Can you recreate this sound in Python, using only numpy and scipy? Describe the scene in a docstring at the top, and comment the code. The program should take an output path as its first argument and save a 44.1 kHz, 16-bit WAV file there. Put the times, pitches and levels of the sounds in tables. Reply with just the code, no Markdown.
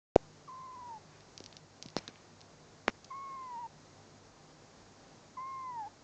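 """A microphone switches on with a pop: two snaps, one big swing and a decaying offset, clipped at the input.
A kitten then gives three falling mews: trembling, nearly pure tones with weak overtones.
Between the first two, cloth rustles (shaped noise) and fingers tick and knock on a camera's case (damped case
modes, single damped blows), with short noise bursts close to some knocks.
Throughout lie room rumble and hiss (shaped noise), unsteady hum tones and a comb of faint whine lines."""
import sys
import numpy as np
from scipy import signal
from scipy.fft import rfft, irfft
from scipy.io import wavfile
from scipy.ndimage import uniform_filter1d

SR = 44100
rng = np.random.default_rng(int(sys.argv[2]) if len(sys.argv) > 2 else 0)


def log_audio(samples):
    """Write samples as a 16-bit WAV file to the path given in sys.argv[1]."""
    # one column per channel
    frames = np.atleast_2d(samples).T
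    # limit to full scale, then quantise
    limited = np.clip(frames, -1, 1)
    pcm = np.round(limited * 32767).astype(np.int16)
    wavfile.write(sys.argv[1], SR, pcm)


N = 266319
T = np.arange(N) / SR
SWITCH_ON_S = 0.158


def gain_of(db):
    """Decibels to amplitude."""
    return 10 ** (np.asarray(db) / 20)


def evened(x):
    """Scales to an rms of one."""
    return x / np.sqrt(np.mean(np.abs(x) ** 2) + 1e-20)


def add(mix, start_s, sound):
    """Mixes a sound in at start_s, cut at the end of the mix."""
    part = mix[round(start_s * SR):][:len(sound)]
    part += sound[:len(part)]


def noise(points):
    """Gaussian noise of unit rms, its spectrum interpolated over log frequency from (f/Hz, level/dB) points."""
    hz, db = np.transpose(points)
    bin_hz = np.fft.rfftfreq(N, 1 / SR)
    shape_db = np.interp(np.log(bin_hz + 1), np.log(hz + 1), db)
    spectrum = rfft(rng.standard_normal(N))
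    return evened(irfft(spectrum * gain_of(shape_db), N))


def drift(rate_hz):
    """Random wandering of unit rms: white noise low-passed at about rate_hz."""
    hz = np.fft.rfftfreq(N, 1 / SR)
    spectrum = rfft(rng.standard_normal(N))
    return evened(irfft(spectrum / (1 + (hz / rate_hz) ** 2), N))


def room(x, t60_s=0.22):
    """Short, soft tail of a furnished room: decaying noise of unit energy after a 4 ms gap."""
    t = np.arange(SR // 2) / SR
    tail = rng.standard_normal(len(t)) * gain_of(-60 * t / t60_s) * (t > 0.004)
    return signal.fftconvolve(x, tail / np.linalg.norm(tail))[:N]


def room_floor():
    """Room rumble and hiss: one shaped noise with a slowly wavering level."""
    # rumble and hiss spectrum: f/Hz, density/dB per Hz
    floor_colour = [(15, -17.5), (45, -5), (70, -9.5), (110, -5.5), (170, -2), (300, -3), (550, -5.5),
                    (900, -8), (1400, -12.5), (2000, -16), (3000, -20.5), (4300, -17.5), (7000, -18),
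                    (9000, -24.5)]
    floor_db, waver_db = -58.96, 0.59
    return gain_of(floor_db) * noise(floor_colour) * gain_of(waver_db * drift(5.6))


def hum():
    """Steady room tones whose amplitude and phase waver through a complex random factor."""
    # tones: f/Hz, rms level/dB, unsteadiness/share of the tone
    tones = [(100.2, -70, 0.44), (152.3, -69, 0.86), (788, -77.5, 0.94)]
    out = np.zeros(N)
    for hz, db, unsteady in tones:
        waver = 1 + unsteady * (drift(4) + 1j * drift(8.8))
        carrier = np.exp(2j * np.pi * hz * T)
        out += gain_of(db) * evened((waver * carrier).real)
    return out


def whine():
    """Faint electronic whine: equal high harmonics of one low pitch, in random phase."""
    base_hz, line_rms_db = 268.1, -85.5
    lines = np.zeros(N)
    for order in range(15, 27):
        cycles = order * base_hz * T + rng.random()
        lines += np.sqrt(2) * np.sin(2 * np.pi * cycles)
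    return gain_of(line_rms_db) * lines


def rustle(grain_db=0.5):
    """Soft, grainy rustle of cloth: shaped noise whose level rises and falls linearly in dB."""
    # cloth spectrum: f/Hz, density/dB per Hz
    cloth_colour = [(100, -16), (700, 2), (1400, -1), (2400, -2), (3500, -7.5), (8000, -18.5)]
    # shifts of the camera: peak t/s, peak level/dB, rise/s per 20 dB, fade/s per 20 dB
    shifts = [(1.14, -62.5, 0.088, 0.12), (2.0, -60.5, 0.15, 0.45)]
    level = np.zeros(N)
    for peak_s, db, rise_s, fade_s in shifts:
        distance = np.maximum((peak_s - T) / rise_s, (T - peak_s) / fade_s)
        level += gain_of(db - 20 * distance)
    return noise(cloth_colour) * level * gain_of(grain_db * drift(80))


def switch_pop(swing_at_s=0.16166, swing_db=-3.0, swing_hz=462,
               rebound_db=-19.5, rebound_s=0.0018, rebound_width_s=0.0011,
               offset_db=-50, settle_s=0.05, snap_db=-18, snap_decay_s=0.00023):
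    """The microphone wakes: two decaying snaps around a large swing, a rebound, an offset creeping to zero."""
    t = T - swing_at_s
    snaps = np.zeros(N)
    for at_s in (SWITCH_ON_S, swing_at_s + 0.0007):
        snaps += (T > at_s) * np.exp(-abs(T - at_s) / snap_decay_s)
    u = (np.pi * swing_hz * t) ** 2
    swing = (2 * u - 1) * np.exp(-u)
    rebound = np.exp(-((t - rebound_s) / rebound_width_s) ** 2)
    offset = (t > 0) * np.exp(-abs(t) / settle_s)
    upward = gain_of(snap_db) * snaps + gain_of(swing_db) * swing
    return upward - gain_of(rebound_db) * rebound - gain_of(offset_db) * offset


def noise_bursts():
    """Brief gated noise bursts close to some knocks, each with one dull and one bright part."""
    # bursts: start t/s, length/s, dull level/dB, bright level/dB, fall by the end/dB (negative = rise)
    bursts = [(1.972, 0.0199, -48.5, -47, -3.5), (2.077, 0.026, -49.5, -61, 12),
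              (2.877, 0.026, -39, -59, 6.5)]
    # dull part: f/Hz, density/dB per Hz
    dull_colour = [(60, 0), (200, 7), (900, -4), (2400, -1.5), (3300, -12), (7000, -16), (9000, -46)]
    # bright part: f/Hz, density/dB per Hz
    bright_colour = [(500, -37), (3600, -18), (4300, 2.5), (4700, -16), (5300, 3.5), (5800, -11),
                     (6300, -11), (9000, -20)]
    out, dull, bright = np.zeros(N), noise(dull_colour), noise(bright_colour)
    for start_s, length_s, dull_db, bright_db, fall_db in bursts:
        u = np.clip((T - start_s) / length_s, 0, 1)
        gate = np.minimum(1, 10 * np.minimum(u, 1 - u))
        burst = gain_of(dull_db) * dull + gain_of(bright_db) * bright
        out += gate * gain_of(-fall_db * u) * burst
    return out


def bass_roll_off(x, corner_hz, damping):
    """The microphone cannot hold a steady push: a second-order high-pass makes every push swing back."""
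    w = 2 * np.pi * corner_hz
    return signal.lfilter(*signal.bilinear([1, 0, 0], [1, damping * w, w * w], SR), x)


def knocks():
    """Blows reaching the microphone through the case: damped sines, bass-limited so that they swing back."""
    # blows: t/s, peak level/dB, blow f/Hz, damping/per radian, swing-back f/Hz
    blows = [(1.4053, -38, 400, 0.52, 205), (1.8560, -46, 150, 0.82, 180), (1.8591, -39.5, 129, 0.28, 179),
             (1.9664, -17.5, 490, 0.96, 175), (2.0790, -40, 1810, 0.093, 205),
             (2.079, -28, 3860, 0.048, 205), (2.0873, -43.5, 348, 0.3, 205), (2.8811, -20, 604, 0.92, 330),
             (2.8813, -9, 1960, 0.32, 266)]
    out, t = np.zeros(N), np.arange(SR // 20) / SR
    for start_s, peak_db, blow_hz, loss, mount_hz in blows:
        angle = 2 * np.pi * blow_hz * t
        blow = np.sin(angle) * np.exp(-loss * angle)
        push = bass_roll_off(blow, mount_hz, damping=0.85)
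        add(out, start_s, -gain_of(peak_db) * push / abs(push).max())
    return out


def ticks(lag_s=0.00025, room_db=-15, low_hz=2500):
    """Each tick rings the plastic case's modes for milliseconds; the small shell gives off little bass."""
    # taps: t/s, peak level/dB, pitch/factor on the modes
    taps = [(1.207, -45, 0.85), (1.378, -28.5, 0.96), (1.403, -35.5, 0.9), (1.440, -34, 0.97),
            (1.4614, -31, 0.91), (1.527, -39, 0.73), (1.568, -32, 0.89), (1.8256, -25.5, 0.97),
            (1.861, -34.5, 0.91), (1.886, -36, 0.82), (1.902, -42, 1), (1.966, -18.5, 0.87),
            (2.0786, -32, 1), (2.158, -45, 0.48), (2.407, -42, 0.88), (2.4145, -38.5, 0.88),
            (3.045, -37, 1.03), (3.048, -39, 0.97)]
    # modes of the plastic case: f/Hz, relative level/dB, t60/s
    case_modes = [(2680, -10, 0.01), (3430, -1.5, 0.006), (4360, 3.5, 0.0058), (4930, 5.5, 0.0087),
                  (5700, 8, 0.006), (6340, -2.5, 0.016)]
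    out, t = np.zeros(N), np.arange(SR // 20) / SR
    for start_s, peak_db, pitch in taps:
        tick = np.zeros(len(t))
        for hz, mode_db, t60_s in case_modes:
            tick += gain_of(mode_db - 60 * t / t60_s) * np.sin(2 * np.pi * hz * pitch * t)
        tick = signal.lfilter(*signal.butter(4, low_hz * pitch, "high", fs=SR), tick)
        add(out, start_s + lag_s, gain_of(peak_db) * tick / abs(tick).max())
    return out + gain_of(room_db) * room(out, t60_s=0.11)


def mew(start_s, length_s, db, base_hz, scoop_hz, scoop_s, fall_hz, lateness, break_s, jump_hz, flick,
        octave_db, octave_change_db, third_db, release_s, tuning, tremble, shimmer_db=0.54):
    """A trembling tone with weak overtones: it scoops up, falls ever faster and breaks upward once."""
    # fundamental's gain as it glides through the resonances: f/Hz (before tuning), gain/dB
    voice_colour = [(800, -4), (850, -2.5), (890, 0), (935, -0.5), (972, -5), (1020, -3), (1070, -4),
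                    (1120, -6)]
    break_width_s, flick_s, attack_s = 0.011, 0.01196, 0.009
    push_db, push_s = 2, 0.03  # extra effort at the start
    sag_db = -1.3  # change of the fundamental by the end
    calming = 0.5  # share of the tremble gone by the end
    throat_hz, throat_width_hz = 2700, 150  # resonance that picks out the third harmonic
    t = np.arange(0, length_s, 1 / SR)
    u = t / length_s

    voice_break = (1 + np.tanh((start_s + t - break_s) / break_width_s)) / 2
    hz = base_hz - scoop_hz * np.exp(-t / scoop_s) - fall_hz * u ** lateness + jump_hz * voice_break
    hz = hz * (1 + flick * np.exp(-(t / flick_s) ** 2))  # the folds catch high, then settle
    flutter = drift(75)
    flutter = evened(flutter - uniform_filter1d(flutter, size=SR // 12))  # quick part only: the note holds
    hz = hz * (1 + tremble * (1 - calming * u ** 2) * flutter[:len(t)])
    phase = 2 * np.pi * np.cumsum(hz) / SR

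    colour_db = np.interp(hz / tuning, *np.transpose(voice_colour))
    fundamental = gain_of(colour_db + sag_db * u) * np.sin(phase)
    octave = gain_of(octave_db + octave_change_db * u ** 2) * np.sin(2 * phase)
    throat = 1 / np.hypot(1, (3 * hz - throat_hz) / throat_width_hz)
    third = gain_of(third_db) * throat * np.sin(3 * phase)

    attack = np.minimum(t / attack_s, 1)
    release = np.sin(np.pi / 2 * np.minimum((length_s - t) / release_s, 1))
    effort_db = db + push_db * np.exp(-t / push_s) + shimmer_db * drift(72)[:len(t)]
    return (fundamental + octave + third) * attack * release * gain_of(effort_db)


def kitten():
    """Three mews with a faint room tail; the first, weakest one is the shakiest."""
    # mews: start t/s, length/s, drive level/dB, base f/Hz, scoop up/Hz, scoop time/s, fall/Hz,
    # lateness of the fall/power, voice break t/s, its jump/Hz, onset flick/share of pitch, octave/dB,
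    # octave's change by the end/dB, third harmonic/dB, release/s, tuning of the resonances/factor
    mews = [(0.474, 0.516, -41.5, 1043, 42, 0.03, 251.4, 3.35, 0.833, 28.1, 0.209, -31, 0.5, -41, 0.026, 1.019),
            (3.102, 0.57, -38, 1098, 260, 0.016, 320, 3.03, 3.591, 105, 0.241, -22.5, -8.5, -34, 0.011, 1.03),
            (5.367, 0.5196, -35.5, 1072, 135, 0.032, 365, 3.65, 5.866, 173, 0.132, -23.5, -5, -47, 0.032, 0.99)]
    # pitch flutter at the start of each mew: rms/share of pitch
    trembles = [.017, .009, .0055]
    out = np.zeros(N)
    for row, tremble in zip(mews, trembles):
        add(out, row[0], mew(*row, tremble))
    return out + gain_of(-26) * room(out)


def scene():
    """Sum of all sources, silent until the microphone comes on."""
    background = room_floor() + hum() + whine()
    handling = rustle() + noise_bursts() + knocks() + ticks()
    sound = background + handling + switch_pop() + kitten()
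    return (sound * (T >= SWITCH_ON_S))[None]


def record(dry):
    """The input clips on the pop; the top rolls off gently, then stops at the band limit."""
    clipped = np.clip(dry, -0.62, 0.62)
    gentle = signal.firwin(45, 7850, fs=SR)
    band_limit = signal.firwin(201, 8800, window=("kaiser", 8), fs=SR)
    soft = signal.oaconvolve(clipped, gentle[None], "same")
    return signal.oaconvolve(soft, band_limit[None], "same")


dry = scene()
out = record(dry)
log_audio(out)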